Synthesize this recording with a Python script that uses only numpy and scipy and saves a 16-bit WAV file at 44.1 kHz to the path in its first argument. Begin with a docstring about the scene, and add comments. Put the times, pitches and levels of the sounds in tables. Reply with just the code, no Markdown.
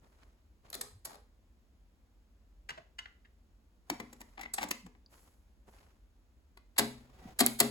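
"""A cassette deck on a table in a small quiet room, heard from close by. Skin and plastic slide; the power switch
is pushed in, let go and rattles; the drive's latches click; a hand seats a cassette, which judders and ticks.
A play key clicks, then a motor whirrs, whines under load and winds the head carriage up in three heavy clacks.
Each blow is a short noise burst, coloured by the struck part, that excites decaying modes and the room's echo;
sliding and motor are modulated noise, the whine is a drifting tone, and still air sounds throughout."""
import sys
import numpy as np
from scipy import signal
from scipy.fft import rfft, irfft
from scipy.io import wavfile
from scipy.ndimage import uniform_filter1d

SR = 44100
rng = np.random.default_rng(int(sys.argv[2]) if len(sys.argv) > 2 else 0)


def master(y):
    """Save y as 16-bit WAV."""
    cut = np.clip(np.atleast_2d(y).T, -1, 1)
    pcm = np.round(cut * 32767)  # scale
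    wavfile.write(sys.argv[1], SR, pcm.astype(np.int16))


N = 339658
TIME = np.arange(N) / SR

# Blows on each part: start_s, contact_ms, level_db, bass_shelf_db, treble_shelf_db, contact_hz
SWITCH_BLOWS = [(.7015, 1.7, -23, 1, 1, 11900), (.7295, 2.4, -8, -1, -7, 3870),
                (.7405, 4.8, -5, -19.5, -6, 3800), (.7515, 1.3, -13.5, 17.5, 4, 252),
                (.8115, 3.7, -3, -1.5, -4, 8500), (1.0508, 5.1, -10, 5.5, 4, 898)]
SPRING_CLIP_BLOWS = [(4.5379, 5, -5, -2, 2.4, 8180)]
LATCH_BLOWS = [(2.691, 4.5, 7.5, -2.5, 5, 2400), (2.702, 5.6, 2, 6.5, 8, 2760),
               (2.7758, 6.4, -6, 17, 0, 695), (2.9868, 5.8, 7.5, -13.5, 3.5, 2840),
               (3.0565, 1.9, 2, -14, -18, 2100), (3.2485, 6, -13.5, -12, -13, 2170)]
# The cassette knocks against its well; columns as above
CASSETTE_BLOWS = [(3.8992, 2.9, 6.5, 0, -3.5, 710), (3.9995, 5.3, -4.5, 8.5, -6.5, 1900),
                  (4.214, 2.2, -13.5, 3, 1.5, 1970), (4.5816, 5.2, 10, -13, -18.5, 900),
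                  (4.609, 19, 1.5, -3, -8.5, 774), (4.6295, 1.3, 4, -4, -8.5, 890),
                  (4.636, 4.2, -1.5, 4.5, -3, 401), (4.7095, 4, 6.5, -8.5, 2.5, 2700)]
# Light clicks of the play key and its levers; columns as above
LEVER_BLOWS = [(6.5726, 2.8, -22, 0.5, -10.5, 2060), (7.4632, 0.7, -7.5, 11, 21.5, 14800),
               (7.468, 2.1, 5.5, -27, -18, 2710)]
# Heavy clacks of the head carriage: start_s, contact_ms, level_db, treble_shelf_db,
# pawl_lead_ms, pawl_level_db, pawl_treble_shelf_db, landing_delay_ms, case_boom_db
CARRIAGE_CLACKS = [(6.783, 5.8, 9.5, 2, 19, -14.5, -17, 10, -33), (7.4025, 5, 10.5, 0, 11, 2, 4.5, 6, -35),
                   (7.6017, 2.5, 9, 6.5, 11, -8, 5, 6, -30.5)]
# Edges of the shell tick against guides and fingernails: start_s, level_db, treble_shelf_db
EDGE_TICKS = [(4.129, -18, 2.5), (4.2053, -20.5, 5), (4.6185, -11, -1.5), (4.6861, -15.5, 5.5),
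              (4.8626, -18, -7.5), (4.9497, -27, -29)]
# Spectrum of each part when struck: pitch_hz, level_db
SWITCH_COLOUR = [(130, -23), (260, -17.5), (450, -7.5), (880, -2.5), (1900, -6), (2900, -12.5),
                 (4300, -2.5), (6000, -6), (8300, -2.5), (11500, -1), (16000, -16.5)]
LATCH_COLOUR = [(300, -27.5), (700, -12), (1300, -14), (1700, -6), (2050, -9), (2450, -21.5), (2800, -11),
                (3400, -18.5), (8000, -32.5), (16000, -50.5)]
CASSETTE_COLOUR = [(130, -19.5), (270, 0.5), (480, -8.5), (850, 1.5), (1400, -8.5), (2050, -1), (3000, -10),
                   (8000, -10.5), (16000, -18)]
TRANSPORT_COLOUR = [(160, -13.5), (230, -0.5), (480, -0.5), (780, 4), (1300, -2.5), (2000, 0.5), (2900, -5),
                    (4300, 1.5), (6000, -10), (8300, -2.5), (11500, -3), (16000, -15)]
# Modes of the steel case, then of the front panel and cassette well: pitch_hz, level_db, t60_s
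CASE_MODES = [(130, 0.5, 1), (226.8, 1, 0.41), (248.6, -3.5, 0.57), (296.4, -6, 0.35), (414.7, -2, 0.37),
              (703, -3, 0.18)]
PANEL_MODES = [(1142, 2, 0.13), (1268, -2.5, 0.13), (1725, -10.5, 0.11)]
# Soft thuds of fingers, cassette and case: start_s, pitch_hz, level_db, length_s
THUDS = [(0.746, 445, -54, 0.12), (0.899, 87, -50, 0.096), (3.889, 289, -34.5, 0.058),
         (4.702, 306, -34.5, 0.02), (4.818, 183.3, -47, 0.072), (7.247, 190, -39, 0.02)]
# Strokes of skin and plastic sliding: start_s, hold_s, level_db, treble_shelf_db
STROKES = [(0, 0.22, -66.5, -16), (0.625, 0.082, -61, -19), (3.857, 0.41, -65, -10.5),
           (5.091, 0.11, -64, -3), (5.656, 0.093, -60.5, -11.5)]
# Spectra of sliding, motor whirr and still air: pitch_hz, level_db
RUB_COLOUR = [(150, -7.5), (900, -7.5), (3500, -19), (11000, -13), (16000, -24)]
MOTOR_COLOUR = [(150, 0.5), (900, -6.5), (2200, -14), (16000, -30)]
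AIR_COLOUR = [(26, -28.5), (45, -1), (70, -8), (130, -27), (230, -22.5), (420, -31), (2000, -43),
              (16000, -54.5)]
# Tones of the gear teeth: pitch_hz, level_db
GEAR_WHINE = [(760, -68), (1990, -76.5)]
# Echo of the room: pitch_hz, level_db, t60_s
ROOM_ECHO = [(145, 15, 0.11), (630, -5.5, 0.32), (5400, -6.5, 0.37), (16000, -14, 0.31)]

SWITCH_RELEASE_S = 1.055  # the power button springs back
LEAD_S = .004  # room for the onset ahead of each blow
SHADE_DB = 7  # left above right
SIDES = np.array([[.5], [-.5]])  # shares a level difference between left and right
JUDDER_S, JUDDER_GAP_S, JUDDER_SLOWING = 4.376, .0165, 1.115  # start, first gap, growth of each gap
STROKE_ATTACK_S, STROKE_RELEASE_DB_PER_S = 0.032, 78.5
# the motor starts, the cam takes up load, then tips over its crest and runs free after SLACK_S
MOTOR_START_S, CAM_LOAD_S, CAM_CREST_S, SLACK_S = 6.78, 7.13, 7.29, 0.045
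MOTOR_DB, LOAD_DB = -64.5, 10.5  # running free; added at the crest
LOAD_SAG = 0.0288  # fraction of pitch lost at the crest
AIR_DB = -63
SHARED_HZ, PORT_LAG = 6300, 9.65  # shared treble starts here; lead in samples
TOP_HZ = 16800


def carriage(pawl_ms=5.6, pawl_bass_db=-7, strike_bass_db=-8, landing_ms=3.3, landing_db=-2.5,
             landing_bass_db=7, landing_treble_db=-4, metal_hz=7700, landing_hz=235):
    """Successive impacts: the pawl trips, the carriage strikes its stop and lands, and the chassis rattles."""
    rows = []
    for s, contact_ms, db, treble_db, lead_ms, pawl_db, pawl_treble_db, delay_ms, _ in CARRIAGE_CLACKS:
        trips = s - lead_ms / 1000
        lands = s + delay_ms / 1000
        rows += [(trips, pawl_ms, pawl_db, pawl_bass_db, pawl_treble_db, metal_hz),
                 (s, contact_ms, db, strike_bass_db, treble_db, metal_hz),
                 (lands, landing_ms, db + landing_db, landing_bass_db, landing_treble_db, landing_hz)]
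        rows += rattle(lands, gap_s=.008, db=-5.5, fade_db=2.0, count=7)
    return rows


def boom():
    """Modal excitation: the carriage lands with its full weight and sets the steel case booming."""
    out, hz = np.zeros((2, N)), bins(SR)
    for s, *_, delay_ms, boom_db in CARRIAGE_CLACKS:
        tone = boom_db + on_log(hz, TRANSPORT_COLOUR)
        add(out, s + delay_ms / 1000, ringing(CASE_MODES, hz, tone, scatter_db=1, build_s=.005))
    return out * undb(SIDES * SHADE_DB / 2)


def judder(count=5, contact_ms=4.8, db=-6, bass_db=-5, treble_db=-26, bite_db=23, dull_hz=780, bright_hz=2050):
    """Stick-slip along the cassette guides: ever slower ticks, hollow at first, brightest midway."""
    gaps = JUDDER_GAP_S * JUDDER_SLOWING ** np.arange(count - 1)
    times = JUDDER_S + np.append(0, np.cumsum(gaps))
    bite = np.sin(np.pi * (times - times[0]) / (times[-1] - times[0])) ** 2
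    return [(s, contact_ms, db, bass_db, treble_db + bite_db * bite[k], dull_hz if k < 2 else bright_hz)
            for k, s in enumerate(times)]


def ticks(contact_ms=3.8, bass_db=9.0, edge_hz=7500):
    """Light impact: every tick is the same brief touch of a thin plastic edge."""
    return [(s, contact_ms, db, bass_db, treble_db, edge_hz) for s, db, treble_db in EDGE_TICKS]


def rattle(s, gap_s, db, fade_db, count, contact_ms=3, bass_db=9, treble_db=-14, hollow_hz=750):
    """Repeated impact of loose parts: uneven hollow knocks, each fade_db below the last and at its own pitch."""
    chance = rng.uniform(-1, 1, (count, 2))
    return [(s + gap_s * (k + 1 + late / 2), contact_ms, db - fade_db * k, bass_db, treble_db,
             hollow_hz * 2 ** (pitch / 2))
            for k, (late, pitch) in enumerate(chance)]


def blows(rows, colour, lag_ms, left_db, contact_db, case_db, room_db, alike, panel_db=-51, size=4096):
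    """Impact excitation of one part: its short clack, the room's answer, and panel and case ringing on."""
    clacks, rings, hz = np.zeros((2, N)), np.zeros((2, N)), bins(size)
    # correlation of the two channels, raised in the bass
    alike = np.clip(alike + (1 - alike) * bass(2 * hz), 0, 1)
    lag = np.exp(-2j * np.pi * hz * lag_ms / 1000)
    # the right microphone is shaded in the midrange
    sides = SIDES * left_db
    pan = undb(sides / (1 + np.log2((hz + 1) / 1000) ** 2 / 2))
    pan = pan / np.sqrt(np.mean(pan ** 2, axis=0))
    # low notes need time to build up in the case, so the first clack is thin
    thin_db = -20 * np.log10(1 + (150 / (hz + 10)) ** 2)
    fade = np.minimum(np.linspace(2, 0, size), 1) ** 2
    for s, contact_ms, db, bass_db, treble_db, contact_hz in rows:
        tone = db + on_log(hz, colour) + bass_db * bass(hz) + treble_db * treble(hz)
        peak_db = contact_db * resonance(hz, contact_hz)
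        left, other = chatter(max(contact_ms, .5))
        right = (alike * left + np.sqrt(1 - alike ** 2) * other) * lag
        response = causal(tone + thin_db + peak_db + ripple(hz))
        clack = irfft(np.array([left, right]) * pan * response)
        add(clacks, s - LEAD_S, fade * clack)
        add(rings, s, undb(sides / 2) * ringing(CASE_MODES, hz, tone + case_db))
        add(rings, s, undb(sides) * ringing(PANEL_MODES, hz, tone + panel_db))
    return clacks + rings + undb(room_db) * room(clacks)


def chatter(contact_ms, size=4096, grain_db=4, settle=0.94, ring_db=-17, ring_ms=5, approach=0.54):
    """Contact noise: two unrelated noises share one envelope of soft onset, grainy contact and dying tail."""
    ms = (TIME[:size] - LEAD_S) * 1000
    onset = (ms / contact_ms - .15) / (approach * .5)
    close = 1 / (1 + np.exp(-np.clip(onset, -50, 50)))
    touch = np.exp(-np.maximum(ms / contact_ms - .7, 0) / settle)
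    grain = undb(grain_db * np.repeat(rng.standard_normal(size // 16), 16))
    shape = close * (touch * grain + undb(ring_db) * np.exp(-ms / ring_ms))
    spectrum = rfft(shape * rng.standard_normal((2, size)))
    # every blow spreads its energy evenly; the part gives the colour
    return spectrum / np.sqrt(uniform_filter1d(abs(spectrum) ** 2, size=81, axis=1))


def resonance(hz, centre_hz, width=0.08):
    """Resonance curve of the point of contact, 0-1."""
    return 1 / (1 + ((hz / centre_hz - 1) / width) ** 2)


def ripple(hz, spacing_hz=130, depth_db=3.5):
    """Spectral irregularity in dB: a random ripple, fading in the treble, that sets every blow apart."""
    steps = rng.standard_normal(512)
    wave = np.interp(hz / spacing_hz, np.arange(len(steps)), steps)
    ripple_db = depth_db * (1 - treble(hz)) * wave
    # energy only moves between nearby pitches, so the blow stays about as loud
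    return ripple_db - 10 * np.log10(uniform_filter1d(undb(ripple_db) ** 2, size=55))


def ringing(modes, hz, tone, scatter_db=2, build_s=0.0021):
    """Modal decay: modes as strong as the blow is at their pitch, each randomly reweighted and detuned."""
    t = TIME[:SR // 2]
    mode_hz, mode_db, t60 = np.transpose(modes)
    strength, detune = rng.standard_normal((2, len(modes)))
    gains = undb(mode_db + np.interp(mode_hz, hz, tone) + scatter_db * strength)
    waves = np.sin(2 * np.pi * np.outer(mode_hz * (1 + 0.0092 * detune), t))
    decays = np.exp(-np.log(1000) * np.outer(1 / t60, t))
    return gains @ (waves * decays) * (1 - np.exp(-t / build_s))


def shell_tick(s=5.0612, hz=4650, width_hz=480, db=-50, decay_s=0.0022, room_db=-8):
    """Resonance: a noise burst through a twofold peak filter, one thin shell tick as the thumb lets go."""
    out, t = np.zeros((2, N)), TIME[:SR // 20]
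    b, a = signal.iirpeak(hz, hz / width_hz, fs=SR)
    burst = rng.standard_normal(len(t)) * np.exp(-t / decay_s)
    ring = signal.lfilter(b, a, signal.lfilter(b, a, burst))
    add(out, s, undb(db) * ring / abs(ring).max())
    return out + undb(room_db) * room(out)


def thuds():
    """Soft impact: a few swelling cycles of low vibration with a randomly wandering phase."""
    out, t = np.zeros((2, N)), TIME[:SR // 4]
    for s, hz, db, length in THUDS:
        wander = np.cumsum(rng.standard_normal(len(t))) * np.sqrt(2 * hz / SR)
        swell = np.sin(np.pi * np.minimum(t / length, 1)) ** 2
        push = np.sin(2 * np.pi * hz * t + wander) * swell
        octave = signal.butter(2, [hz / np.sqrt(2), hz * np.sqrt(2)], "band", fs=SR, output="sos")
        add(out, s, undb(db) * signal.sosfilt(octave, push))
    return out


def motor(hum_hz=65, hum_db=-60, spin_up_s=0.041):
    """Modulated gear noise and hum; load makes the whirr louder and brings in a whine that sags in pitch."""
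    load = ramp(CAM_LOAD_S, CAM_CREST_S - CAM_LOAD_S) - ramp(CAM_CREST_S, SLACK_S)
    hum = undb(hum_db) * np.sin(2 * np.pi * hum_hz * TIME)
    waver = flicker(10, depth_db=2.5)
    whirr = undb(MOTOR_DB) * noise(MOTOR_COLOUR) * flicker(120, depth_db=3)
    teeth = sum(undb(db) * whine(hz * (1 - LOAD_SAG * load)) for hz, db in GEAR_WHINE)
    gears = whirr + np.sqrt(np.maximum(load, 0)) * teeth * waver
    return ramp(MOTOR_START_S, spin_up_s) * (undb(LOAD_DB * load) * gears + hum * waver)


def whine(hz, width_hz=70):
    """Narrow-band noise: slow random drift carried along a pitch curve, rms 1."""
    lowpass = signal.butter(2, width_hz / 2, fs=SR, output="sos")
    drift = signal.sosfilt(lowpass, rng.standard_normal((2, N)))
    turn = 2 * np.pi * np.cumsum(hz) / SR
    tone = drift[0] * np.cos(turn) + drift[1] * np.sin(turn)
    return tone / tone.std()


def rubbing():
    """Friction noise of fingers and shell: a flickering rustle below, a steadier fine hiss above."""
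    spectrum, hz = rfft(noise(RUB_COLOUR)), bins(N)
    hiss = irfft(spectrum * treble(hz), N)
    low = irfft(spectrum * bass(hz), N)
    middle = irfft(spectrum * (1 - bass(hz) - treble(hz)), N)
    rustle = low * flicker(60, depth_db=4.5) + middle * flicker(90, depth_db=5.5)
    rustle = rustle * flicker(700, depth_db=3)
    out = 0
    for s, hold_s, db, treble_db in STROKES:
        release_db = STROKE_RELEASE_DB_PER_S * np.maximum(TIME - s - STROKE_ATTACK_S - hold_s, 0)
        envelope = ramp(s, STROKE_ATTACK_S) * undb(db - release_db)
        out = out + envelope * (rustle + undb(treble_db) * hiss)
    return out


def room(x, build_s=0.0035, size=32768):
    """Reverberation of table and walls: the left channel feeds a diffuse tail, each band with its own decay."""
    t, hz, field = TIME[:size], bins(size), diffuse(size)
    centres = np.geomspace(100, 16000, 12)
    build = 1 - np.exp(-(t / build_s) ** 2)
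    echo = 0
    for centre, weights in zip(centres, np.eye(len(centres))):
        band = irfft(field * np.interp(np.log(hz + 1), np.log(centres), weights))
        decay = np.exp(-np.log(1000) * t / on_log(centre, ROOM_ECHO, column=2))
        echo = echo + band * decay * build
    spectrum = rfft(echo)
    # even out neighbouring pitches before colouring
    uneven_db = 10 * np.log10(uniform_filter1d(np.mean(abs(spectrum) ** 2, axis=0), size=45))
    response = irfft(spectrum * causal(on_log(hz, ROOM_ECHO) - uneven_db))
    return signal.fftconvolve(x[:1], response, axes=1)[:, :N]


def air():
    """Background noise: the still room as steady coloured noise."""
    return undb(AIR_DB) * noise(AIR_COLOUR)


def noise(colour):
    """Spectral shaping: coloured stereo noise, rms 1."""
    x = irfft(diffuse(N) * undb(on_log(bins(N), colour)), N)
    return x / x.std()


def diffuse(size, apart_hz=600):
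    """Diffuse-field coherence: spectrum of stereo noise alike in the bass and unrelated higher up."""
    mid, side = rfft(rng.standard_normal((2, size)))
    alike = .93 / (1 + (bins(size) / apart_hz) ** 3)
    return mid * np.sqrt((1 + alike) / 2) + np.array([[1], [-1]]) * side * np.sqrt((1 - alike) / 2)


def flicker(rate, depth_db):
    """Amplitude modulation: a randomly wavering gain, rate steps a second, rms 1."""
    steps = rng.standard_normal(N // 20)
    gain = undb(depth_db * np.interp(TIME * rate, np.arange(len(steps)), steps))
    return gain / np.sqrt(np.mean(gain ** 2))


def ramp(start_s, length_s):
    """Linear envelope: a straight rise from 0 to 1."""
    return np.clip((TIME - start_s) / max(length_s, 1 / SR), 0, 1)


def causal(db):
    """Minimum-phase response of a dB spectrum: it rings after the blow, never before."""
    cepstrum = irfft(np.log(undb(db)))
    half = len(cepstrum) // 2
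    cepstrum[1:half] *= 2
    cepstrum[half + 1:] = 0
    return np.exp(rfft(cepstrum))


def bass(hz):
    """Shape of the bass shelf, 0-1."""
    return 1 / (1 + (hz / 800) ** 2)


def treble(hz):
    """Shape of the treble shelf, 0-1."""
    return hz ** 4 / (hz ** 4 + 5000. ** 4)


def undb(db):
    """Decibels to amplitude gain."""
    return 10 ** (np.asarray(db) / 20)


def on_log(hz, points, column=1):
    """Interpolation of a table along a log-frequency axis."""
    points = np.array(points, float)
    return np.interp(np.log(hz + 1), np.log(points[:, 0]), points[:, column])


def bins(size):
    """Frequencies of a spectrum of this many samples."""
    return np.fft.rfftfreq(size, 1 / SR)


def add(out, s, sound):
    """Superposition: mix a sound in at a time in seconds."""
    start = int(s * SR)
    out[..., start:start + sound.shape[-1]] += sound[..., :N - start]


def scene():
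    """Superposition of the deck's parts, the hand and the room."""
    release = rattle(SWITCH_RELEASE_S, gap_s=0.012, db=-21.0, fade_db=-0.26, count=8)  # grows slightly
    transport = blows(LEVER_BLOWS + carriage(), TRANSPORT_COLOUR, lag_ms=0.18, left_db=SHADE_DB,
                      contact_db=3.5, case_db=-62, room_db=-4.0, alike=0.69)
    cassette = blows(CASSETTE_BLOWS + ticks() + judder(), CASSETTE_COLOUR, lag_ms=0.23, left_db=SHADE_DB,
                     contact_db=8, case_db=-52, room_db=-5.0, alike=0.76)
    switch = blows(SWITCH_BLOWS + SPRING_CLIP_BLOWS + release, SWITCH_COLOUR, lag_ms=0.433, left_db=SHADE_DB,
                   contact_db=11.0, case_db=-47.5, room_db=-0.5, alike=0.13)
    latch = blows(LATCH_BLOWS, LATCH_COLOUR, lag_ms=0.443, left_db=1.5,
                  contact_db=7.5, case_db=-60, room_db=-3, alike=0.91, panel_db=-58)
    impacts = transport + boom() + cassette + switch + latch + shell_tick() + thuds()
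    return impacts + motor() + rubbing() + air()


def record(dry):
    """Shared-treble pickup: high up, the right is the left inverted and slightly early; the top is cut."""
    hz = bins(N)
    left, right = rfft(dry)
    shared = np.clip((hz - SHARED_HZ) / 600 + .5, 0, 1)
    early = left * np.exp(2j * np.pi * hz * PORT_LAG / SR)
    right = np.sqrt(1 - shared) * right - np.sqrt(shared) * early
    lowpass = signal.ellip(8, .2, 70, TOP_HZ, fs=SR, output="sos")
    return signal.sosfilt(lowpass, irfft(np.array([left, right]), N))


dry = scene()
out = record(dry)
master(out)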